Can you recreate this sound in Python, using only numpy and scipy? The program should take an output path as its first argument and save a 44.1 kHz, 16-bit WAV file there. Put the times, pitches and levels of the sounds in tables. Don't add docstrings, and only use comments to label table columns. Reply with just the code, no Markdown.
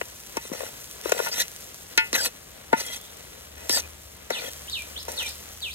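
import sys
import numpy as np
from scipy import signal
from scipy.fft import rfft, irfft, next_fast_len
from scipy.io import wavfile
from scipy.ndimage import uniform_filter1d

SR = 44100
rng = np.random.default_rng(int(sys.argv[2]) if len(sys.argv) > 2 else 0)


def store_wav(level_fs):
    pcm = np.round(np.clip(np.atleast_2d(level_fs), -1, 1) * 32767)
    wavfile.write(sys.argv[1], SR, pcm.T.astype(np.int16))


N = 253266
TIME_S = np.arange(N) / SR

# start_s, thump_end_hz, thump_db, pot_db, ring_db, crack_db, t60_share, lowpass_hz, node_hz
KNOCKS = [(0.013, 300, -23, -47, -21.5, -39, 0.062, 4000, 890),
          (0.3689, 216, -21.5, -26.5, -31.5, -20, 0.51, 2300, 1550),
          (0.6051, 417, -26.5, -56, -37, -34, 0.078, 2000, 900),
          (.665, 450, -44, -50, -34.5, -36, 0.072, 3000, 1980),
          (1.092, 390, -27.5, -39, -34.5, -29, 0.52, 2500, 2030),
          (1.1197, 343, -11, -39, -20.5, -13.5, 0.13, 2980, 1920),
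          (1.19, 527, -29, -50, -24.5, -24, 0.46, 1110, 2000),
          (1.262, 480, -34, -50, -26, -37, 0.1, 1600, 2000),
          (1.2693, 480, -39, -43, -23, -28, 0.21, 1200, 1950),
          (1.2805, 444, -35, -38, -37, -44, 0.089, 1900, 900),
          (1.9761, 168, -23.5, -45, -11, -10.5, 1, 7340, 710),
          (2.1297, 169, -25, -49, -21.5, -15, 0.05, 5500, 1420),
          (2.7283, 600, -34, -23, -23, -30, 0.26, 1100, 1470),
          (2.7297, 219, -10, -14, -15, -29, 0.39, 1110, 2600),
          (3.6949, 168, -22, -39, -23.5, -12, 0.19, 5900, 1450),
          (3.773, 540, -27.5, -33.5, -25, -36, 0.12, 1200, 2100),
          (4.3044, 340, -17.5, -32.5, -27, -22, 0.2, 1600, 3500),
          (5.0815, 298, -27.5, -33, -39, -37, 0.22, 1400, 1320)]
# mode_hz, level_db, free_t60_s
METAL_MODES = [(640, -6, .025), (897, -4, .19), (1437, -1.5, .16), (1630, -6, .045), (1781, -1, .17),
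               (2025, -1, .22), (2218, -5, .16), (2330, -8, .04), (2440, -6.5, .14), (2563, 0, .2),
               (2660, -13, .2), (2838, -4.5, .26), (2910, -8, .12), (3110, -11, .08), (3189, -6, .1),
               (3350, -12, .1), (3503, -9, .11), (3620, -8, .06), (3770, -12, .07), (3850, -9, .07),
               (4050, -1, .035), (4221, -5, .1), (4500, -10, .07), (5222, -9, .11), (5275, -7, .065),
               (5950, 0, .025), (6545, -2, .04), (7850, -7, .04)]
# start_s, length_s, drag_db, ring_db, grit_db, swell_db, sizzle_db
STROKES = [(0.52, 0.17, -39.5, -36.5, -44.5, -5, -44.5), (1.033, 0.26, -42, -36.5, -45, 3.5, -43),
           (1.312, 0.11, -45.5, -35.5, -41, 8.5, -45), (2.134, 0.138, -34, -32.5, -34.5, -1, -50),
           (2.76, 0.21, -42.5, -37.5, -41.5, -2.5, -48), (3.569, 0.11, -45.5, -42.5, -61, 0.5, -42),
           (3.7, 0.094, -35, -36, -31.5, -2, -49.5), (4.298, 0.19, -37, -34, -45, -3.5, -43.5),
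           (5.08, 0.23, -39, -38.5, -43.5, -8.5, -44.5)]
# peak_s, length_s, ring_db, grit_db
BITES = [(0.446, 0.097, -40.5, -45.5), (1.18, 0.022, -27.5, -39.5), (1.246, 0.063, -32, -36),
         (1.406, 0.042, -42, -25), (2.155, 0.039, -19.5, -33.5), (2.257, 0.027, -23, -29.5),
         (2.776, 0.12, -30, -46), (2.806, 0.038, -28.5, -32.5), (2.938, 0.032, -38, -36.5),
         (3.739, 0.12, -35, -38), (3.787, 0.04, -28, -46), (5.218, 0.05, -30.5, -38),
         (5.28, 0.078, -38, -41)]
# mode_hz, width_hz, level_db
BOWL_MODES = [(1840, 120, -10), (2490, 130, -8), (2696, 210, -16.5), (3280, 360, -4.5), (3730, 31, 5.5),
              (3976, 86, 2), (4660, 29, 5), (5530, 85, 7), (6040, 480, 1.5), (6720, 480, -6),
              (7560, 170, 0.5), (7900, 61, 0.5), (8700, 270, -4), (9640, 770, -4), (11170, 340, -13),
              (11880, 140, -19), (11800, 1000, -5.5)]
# freq_hz, density_db
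DRAG_SPECTRUM = [(120, -14.5), (250, 2.5), (380, -3), (500, 11.5), (650, 6.5), (900, 4), (1300, -35),
                 (2500, -18)]
GRIT_SPECTRUM = [(1500, -20), (2500, -33), (3200, -14), (4400, -4), (6000, 14), (8000, -47), (10000, -18),
                 (13000, 31), (15500, 27)]
# start_s, length_s, start_hz, end_hz, width_hz, level_db
SQUEALS = [(1.314, 0.031, 5130, 4800, 400, -28.5), (1.391, 0.039, 4000, 4040, 300, -29.5),
           (1.392, 0.032, 1840, 1840, 202, -29.5), (2.147, 0.016, 1915, 1930, 300, -25),
           (2.138, 0.015, 4090, 3980, 220, -23.5), (2.145, 0.014, 6300, 6080, 200, -28),
           (2.169, 0.041, 1740, 1547, 150, -28), (2.18, 0.097, 5110, 4360, 334, -27.5),
           (2.201, 0.075, 7950, 7900, 300, -33), (2.75, 0.226, 2040, 2010, 40, -45),
           (2.841, 0.14, 3300, 3260, 119, -40.5), (3.695, 0.092, 5270, 4600, 380, -22.5),
           (3.727, 0.04, 1760, 1790, 100, -32), (3.729, 0.051, 8700, 7670, 700, -27.5),
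           (2.985, 0.13, 3350, 3600, 450, -50), (3.799, 0.061, 2480, 2440, 100, -43.5),
           (4.445, 0.03, 3350, 3280, 100, -37.5), (4.464, 0.053, 3280, 3280, 100, -50)]
# start_s, end_hz, level_db
BUMPS = [(.451, 340, -36), (.498, 330, -40), (0.516, 154, -25), (0.548, 400, -31.5), (.617, 408, -30),
         (0.633, 390, -28), (1.057, 312, -19.5), (1.147, 430, -28), (1.167, 378, -27), (1.2, 388, -17.5),
         (1.221, 410, -29), (1.294, 407, -35), (2.736, 172, -20.5), (2.812, 366, -31.5), (4.422, 392, -32),
         (4.44, 393, -32.5)]
# start_s, level_db
SNAPS = [(.486, -52), (.594, -37), (.618, -40), (1.032, -43), (1.171, -52), (1.095, -27), (1.331, -46),
         (1.482, -52), (1.607, -38), (1.808, -51), (2.187, -31), (2.247, -25), (2.864, -30), (3.013, -38),
         (3.17, -41), (3.254, -46), (3.727, -21), (3.763, -24), (4.623, -54), (5.03, -39), (5.118, -30.5),
         (5.291, -32)]
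# freq_hz, density_db
SIZZLE_SPECTRUM = [(900, -4), (1800, -4), (3000, 1), (4500, -0.5), (6300, 5), (8000, 2.5), (10000, 0),
                   (13000, 0.5), (15500, -0.5)]
SIMMER_SPECTRUM = [(130, -3.5), (250, -9), (480, 1), (750, -2.5), (1100, -6.5), (2000, -6), (4000, -10)]
# start_s, length_s, slur, level_db
PEEPS = [(4.308, 0.1, "down", -34.5), (4.361, 0.038, "up", -36), (4.674, 0.051, "up", -37.5),
         (4.712, 0.12, "down", -32), (4.954, 0.056, "up", -37), (5.16, 0.12, "down", -31.5),
         (5.249, 0.054, "up", -37.5), (5.607, 0.095, "down", -31.5), (5.69, 0.076, "up", -39.5)]
# glide_s, start_hz, end_hz, bend_exponent
SLUR_DOWN = (.108, 5000, 2370, 2.7)
SLUR_UP = (.052, 2450, 5200, 1.3)
# pitch_hz, gain_db
THROAT_GAIN = [(2370, -4), (2800, 1.5), (4000, 3.5), (4500, -7), (5200, -1.5)]
# pitch_hz, jitter_share
HOARSENESS = [(2370, .003), (3000, .011), (4000, .02), (4600, .035)]
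# start_s, length_s, level_db
HUMS = [(3.35, 0.83, -52), (4.466, 1.4, -51.5)]
# freq_hz, density_db
RUMBLE_SPECTRUM = [(25, -33), (45, -8.5), (64, 1.5), (90, -4), (130, -7), (200, -8), (400, -18.5),
                   (900, -64)]
# freq_hz, left_minus_right_db
PORT_BALANCE = [(60, 23), (200, 3), (400, 17), (520, 16), (650, 21.5), (760, 4.5), (910, 2), (1150, 8),
                (1450, 8.5), (1900, 2.5), (2500, 1.5), (4400, 2), (6000, 0), (8000, 0)]
# freq_hz, left_lead_rad
PORT_PHASE = [(100, 0), (280, -.3), (400, 1.5), (700, 2.0), (820, 2.9), (910, 4.7), (1500, 4.7),
              (2000, 4.6), (2400, 3.8), (3200, 4.6), (4100, 4.6), (5100, 3.0), (8600, .2), (13000, -.1),
              (16000, -2.5)]


def knocks(pot_hz=913.5, pot_t60_s=0.049, crack_hz=5800, crack_s=0.0022, chatter=0.009, node_depth=.85):
    out, t = np.zeros(N), TIME_S[:SR // 3]
    pot_tone = np.sin(2 * np.pi * pot_hz * t) * from_db(-60 * t / pot_t60_s) * np.minimum(t / .002, 1)
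    for start_s, end_hz, thump_db, pot_db, ring_db, crack_db, t60_share, lowpass_hz, node_hz in KNOCKS:
        contact = rng.standard_normal((2, len(t))) * np.exp(-t / crack_s)
        force = (t == 0) + chatter * contact[0]
        ring = butter(metal(force, t60_share), lowpass_hz, "low")
        ring -= node_depth * resonance(ring, node_hz)
        crack = butter(contact[1], [2400, 12500], "band")
        crack += 2 * resonance(crack, crack_hz)
        add(out, start_s, at_peak_level(ring, ring_db) + at_peak_level(crack, crack_db - 4.5))
        add(out, start_s + 0.0009, thump(start_hz=790, end_hz=end_hz, level_db=thump_db))
        add(out, start_s, at_peak_level(pot_tone, pot_db))
    return out


def metal(force, t60_share):
    out = 0
    for k, (mode_hz, level_db, free_t60_s) in enumerate(METAL_MODES):
        radius = from_db(-60 / (free_t60_s * t60_share * SR))
        step_rad = 2 * np.pi * mode_hz / SR
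        poles = [1, -2 * radius * np.cos(step_rad), radius ** 2]
        mode = signal.lfilter([0, np.sin(step_rad)], poles, force + 1e-18)
        out += (-1) ** k * from_db(level_db) * mode
    return out


def thump(start_hz, end_hz, level_db, rise_s=0.0017, glide_s=0.0028, roughness=0.34, highpass_hz=145):
    t = TIME_S[:SR // 12]
    pitch_hz = end_hz + (start_hz - end_hz) * np.exp(-t / glide_s)
    crunch = unit_rms(butter(rng.standard_normal(len(t)), [end_hz, 2 * start_hz], "band"))
    wave = np.sin(phase_rad(pitch_hz)) + roughness * crunch
    pulse = wave * t * np.exp(-t / rise_s)
    return at_peak_level(steep_highpass(pulse, highpass_hz), level_db)


def scraping():
    drag_gain, ring_gain, grit_gain = stroke_gains()
    judder = from_db(2 * drift(rate_hz=170))
    lumps = from_db(2 * drift(rate_hz=50))
    drag = drag_gain * lumps * coloured(grains(per_s=240, spread_db=0.53) * judder, DRAG_SPECTRUM)
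    slips = grains(per_s=6000, spread_db=2.3) * judder
    ring = ring_gain * from_db(-3.5) * unit_rms(butter(metal(slips, t60_share=0.13), 3700, "low"))
    crust = grit_gain * from_db(-4) * coloured(slips, GRIT_SPECTRUM)
    rasp = grit_gain * from_db(6.5) * ladle_bowl(slips)
    after_ring = metal(grains(per_s=6000, spread_db=1.5) * grit_gain, t60_share=.8)
    after_ring = unit_rms(steep_highpass(after_ring, 2900)) * np.std(rasp) * from_db(-13)
    return drag + ring + crust + rasp + after_ring


def stroke_gains():
    power = np.zeros((3, N))
    for start_s, length_s, drag_db, ring_db, grit_db, swell_db, _ in STROKES:
        swell = from_db(swell_db * ramp(start_s, length_s))
        push = swell * held(start_s, length_s, attack_s=0.008, release_s=0.01)
        power += np.outer(from_db([drag_db, ring_db, grit_db]), push) ** 2
    for peak_s, length_s, ring_db, grit_db in BITES:
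        surge = np.cos(np.pi * np.clip((TIME_S - peak_s) / length_s, -.5, .5))
        power[1:] += np.outer(from_db([ring_db, grit_db]), surge) ** 2
    return np.sqrt(power)


def ladle_bowl(force, hop_depth=.018, hops_per_s=35):
    out = 0
    for k, (mode_hz, width_hz, level_db) in enumerate(BOWL_MODES):
        radius = np.exp(-np.pi * width_hz / SR)
        zeros = (1 - radius ** 2) / 2 * np.array([1, 0, -1])
        poles = [1, -2 * radius * np.cos(2 * np.pi * mode_hz / SR), radius ** 2]
        gain = from_db(level_db + 3 * drift(rate_hz=55))
        out += (-1) ** k * gain * signal.lfilter(zeros, poles, force)
    warped_s = TIME_S + hop_depth / hops_per_s * drift(hops_per_s)
    return unit_rms(np.interp(warped_s, TIME_S, out))


def squeals():
    out = np.zeros(N)
    for start_s, length_s, start_hz, end_hz, width_hz, level_db in SQUEALS:
        progress = ramp(start_s, length_s)
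        on = (progress > 0) & (progress < 1)
        phase = phase_rad(start_hz + (end_hz - start_hz) * progress[on])
        sway = butter(rng.standard_normal((2, SR)), width_hz / 2, "low")[:, -len(phase):]
        tone = unit_rms(sway[0] * np.sin(phase) + sway[1] * np.cos(phase))
        envelope = np.sin(np.pi * progress[on]) ** 0.26
        out[on] += from_db(level_db) * envelope * tone
    return out


def bumps(fall_hz=296):
    out = np.zeros(N)
    for start_s, end_hz, level_db in BUMPS:
        add(out, start_s, thump(end_hz + fall_hz, end_hz, level_db, rise_s=0.0018, roughness=0.37))
    return out


def snaps(decay_s=0.0028):
    out, t = np.zeros(N), TIME_S[:SR // 50]
    for start_s, level_db in SNAPS:
        burst = rng.standard_normal(len(t)) * np.exp(-t / decay_s)
        add(out, start_s, at_peak_level(butter(burst, [4500, 13000], "band"), level_db))
    return out


def sizzling(spit_share=.45, spit_decay_s=.0004):
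    steam = grains(per_s=5000, spread_db=2.9) * from_db(drift(rate_hz=70))
    fizz = coloured(steam, SIZZLE_SPECTRUM)
    burst = rng.standard_normal(SR // 200) * np.exp(-TIME_S[:SR // 200] / spit_decay_s)
    spits = coloured(signal.fftconvolve(grains(per_s=45, spread_db=4), burst)[:N], SIZZLE_SPECTRUM)
    bubbles = grains(per_s=2000, spread_db=2.7) * from_db(2 * drift(rate_hz=14))
    simmer = coloured(bubbles, SIMMER_SPECTRUM)
    return from_db(frying_db() + 2.5) * (fizz + spit_share * spits) + from_db(-48.5) * simmer


def frying_db(rise_s=0.15, fade_db_per_s=5.5):
    level_db = -45.5 - fade_db_per_s * TIME_S
    for start_s, *_, sizzle_db in STROKES:
        turned = ramp(start_s, rise_s)
        fresh_db = sizzle_db - fade_db_per_s * (TIME_S - start_s - rise_s)
        level_db = (1 - turned) * level_db + turned * fresh_db
    return level_db


def bird(right_lag_s=0.000423):
    out = np.zeros(N)
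    jitter, flutter_db = drift(rate_hz=800), 2 * drift(rate_hz=280)
    for start_s, length_s, slur, level_db in PEEPS:
        glide_s, start_hz, end_hz, bend = SLUR_DOWN if slur == "down" else SLUR_UP
        on = (TIME_S > start_s) & (TIME_S < start_s + length_s)
        t = TIME_S[on] - start_s
        pitch_hz = end_hz + (start_hz - end_hz) * np.maximum(1 - t / glide_s, 0) ** bend
        hoarse_hz = pitch_hz * (1 + at_hz(HOARSENESS, pitch_hz) * jitter[on])
        gate = np.minimum(t / .012, 1) * np.minimum((length_s - t) / .006, 1)
        gain = from_db(level_db + at_hz(THROAT_GAIN, pitch_hz) + flutter_db[on])
        out[on] += gain * gate * np.sin(phase_rad(hoarse_hz))
    direct = np.array([out, np.interp(TIME_S - right_lag_s, TIME_S, out)])
    return direct + from_db(2.5) * echoes(steep_highpass(out, 2750), t60_s=0.28, lowpass_hz=13000)


def outdoors(hum_hz=76.3, waver_hz=2.5):
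    spells = sum(from_db(level_db) * held(start_s, length_s, attack_s=0.068, release_s=0.087)
                 for start_s, length_s, level_db in HUMS)
    tone = unit_rms(np.sin(phase_rad(hum_hz + waver_hz * drift(rate_hz=9.9))))
    hum = spells * from_db(2 * drift(rate_hz=9)) * tone
    rumble = from_db(-55) * coloured(rng.standard_normal(N), RUMBLE_SPECTRUM)
    air = np.array([coloured(rng.standard_normal(N), SIMMER_SPECTRUM) for _ in range(2)])
    return (hum + rumble) * from_db([[1.5], [-1.5]]) + from_db(-61) * air


def echoes(x, t60_s, lowpass_hz):
    t = TIME_S[:SR // 3]
    tails = rng.standard_normal((2, len(t))) * from_db(-60 * t / t60_s) * (t > .001)
    tails /= np.sqrt(np.sum(tails ** 2, axis=1, keepdims=True))
    return signal.fftconvolve(x[None], butter(tails, lowpass_hz, "low"), axes=1)[:, :N]


def spread_out(source, side_db, lowpass_hz):
    side = from_db(side_db) * butter(source(), lowpass_hz, "low")
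    return source() + side * [[1], [-1]]


def microphone_ports(x):
    size = next_fast_len(N + SR // 10)
    hz = np.arange(size // 2 + 1) * SR / size
    balance, lead_rad = from_db(at_hz(PORT_BALANCE, hz)), at_hz(PORT_PHASE, hz)
    response = np.array([balance, np.exp(-1j * lead_rad)]) * np.sqrt(2 / (1 + balance ** 2))
    return irfft(rfft(x, size) * response, size)[:, :N]


def from_db(db):
    return 10 ** (np.asarray(db) / 20)


def unit_rms(x):
    return x / np.sqrt(np.mean(x ** 2) + 1e-20)


def at_peak_level(x, level_db):
    return x * from_db(level_db) / np.sqrt(uniform_filter1d(x ** 2, size=220).max() + 1e-20)


def at_hz(points, hz):
    freq_hz, value = np.transpose(points)
    return np.interp(np.log(hz + 1), np.log(freq_hz), value)


def coloured(x, spectrum):
    size = next_fast_len(N)
    hz = np.arange(size // 2 + 1) * SR / size
    rolloff = np.minimum(1, hz / spectrum[0][0]) ** 2 / np.maximum(1, hz / spectrum[-1][0]) ** 2
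    return unit_rms(irfft(rfft(x, size) * from_db(at_hz(spectrum, hz)) * rolloff, size)[:N])


def butter(x, hz, kind):
    return signal.sosfilt(signal.butter(2, hz, kind, fs=SR, output="sos"), x)


def steep_highpass(x, hz):
    return butter(butter(x, hz, "high"), hz, "high")


def resonance(x, hz):
    return signal.lfilter(*signal.iirpeak(hz, 4, fs=SR), x)


def phase_rad(pitch_hz):
    return 2 * np.pi * np.cumsum(pitch_hz) / SR


def drift(rate_hz):
    knots = rng.standard_normal(size=8000)
    return unit_rms(np.interp(TIME_S * rate_hz, np.arange(len(knots)), knots))


def grains(per_s, spread_db):
    sizes = from_db(spread_db * np.minimum(rng.exponential(1, N), 4)) * rng.choice([-1, 1], N)
    return unit_rms(sizes * (rng.random(N) < per_s / SR))


def ramp(start_s, length_s):
    return np.clip((TIME_S - start_s) / length_s, 0, 1)


def held(start_s, length_s, attack_s, release_s):
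    return ramp(start_s, attack_s) * np.exp(-np.maximum(TIME_S - start_s - length_s, 0) / release_s)


def add(track, start_s, sound):
    start = round(start_s * SR)
    track[start:start + len(sound)] += sound[:N - start]


def scene():
    struck = knocks() + snaps()
    reflections = from_db(-6) * echoes(butter(struck, 1500, "high"), t60_s=0.035, lowpass_hz=9000)
    scrapes = from_db(-1.5) * spread_out(scraping, side_db=-7.5, lowpass_hz=6500)
    sizzle = spread_out(sizzling, side_db=-5.5, lowpass_hz=6000)
    pot = struck + reflections + bumps() + squeals() + scrapes + sizzle
    return from_db(-1) * microphone_ports(pot) + bird() + outdoors()


def record(dry):
    ceiling, cutoff_hz = .85, 15900
    rounded = dry / (1 + (dry / ceiling) ** 6) ** (1 / 6)
    return signal.sosfilt(signal.ellip(10, .2, 80, cutoff_hz, fs=SR, output="sos"), rounded)


dry = scene()
out = record(dry)
store_wav(out)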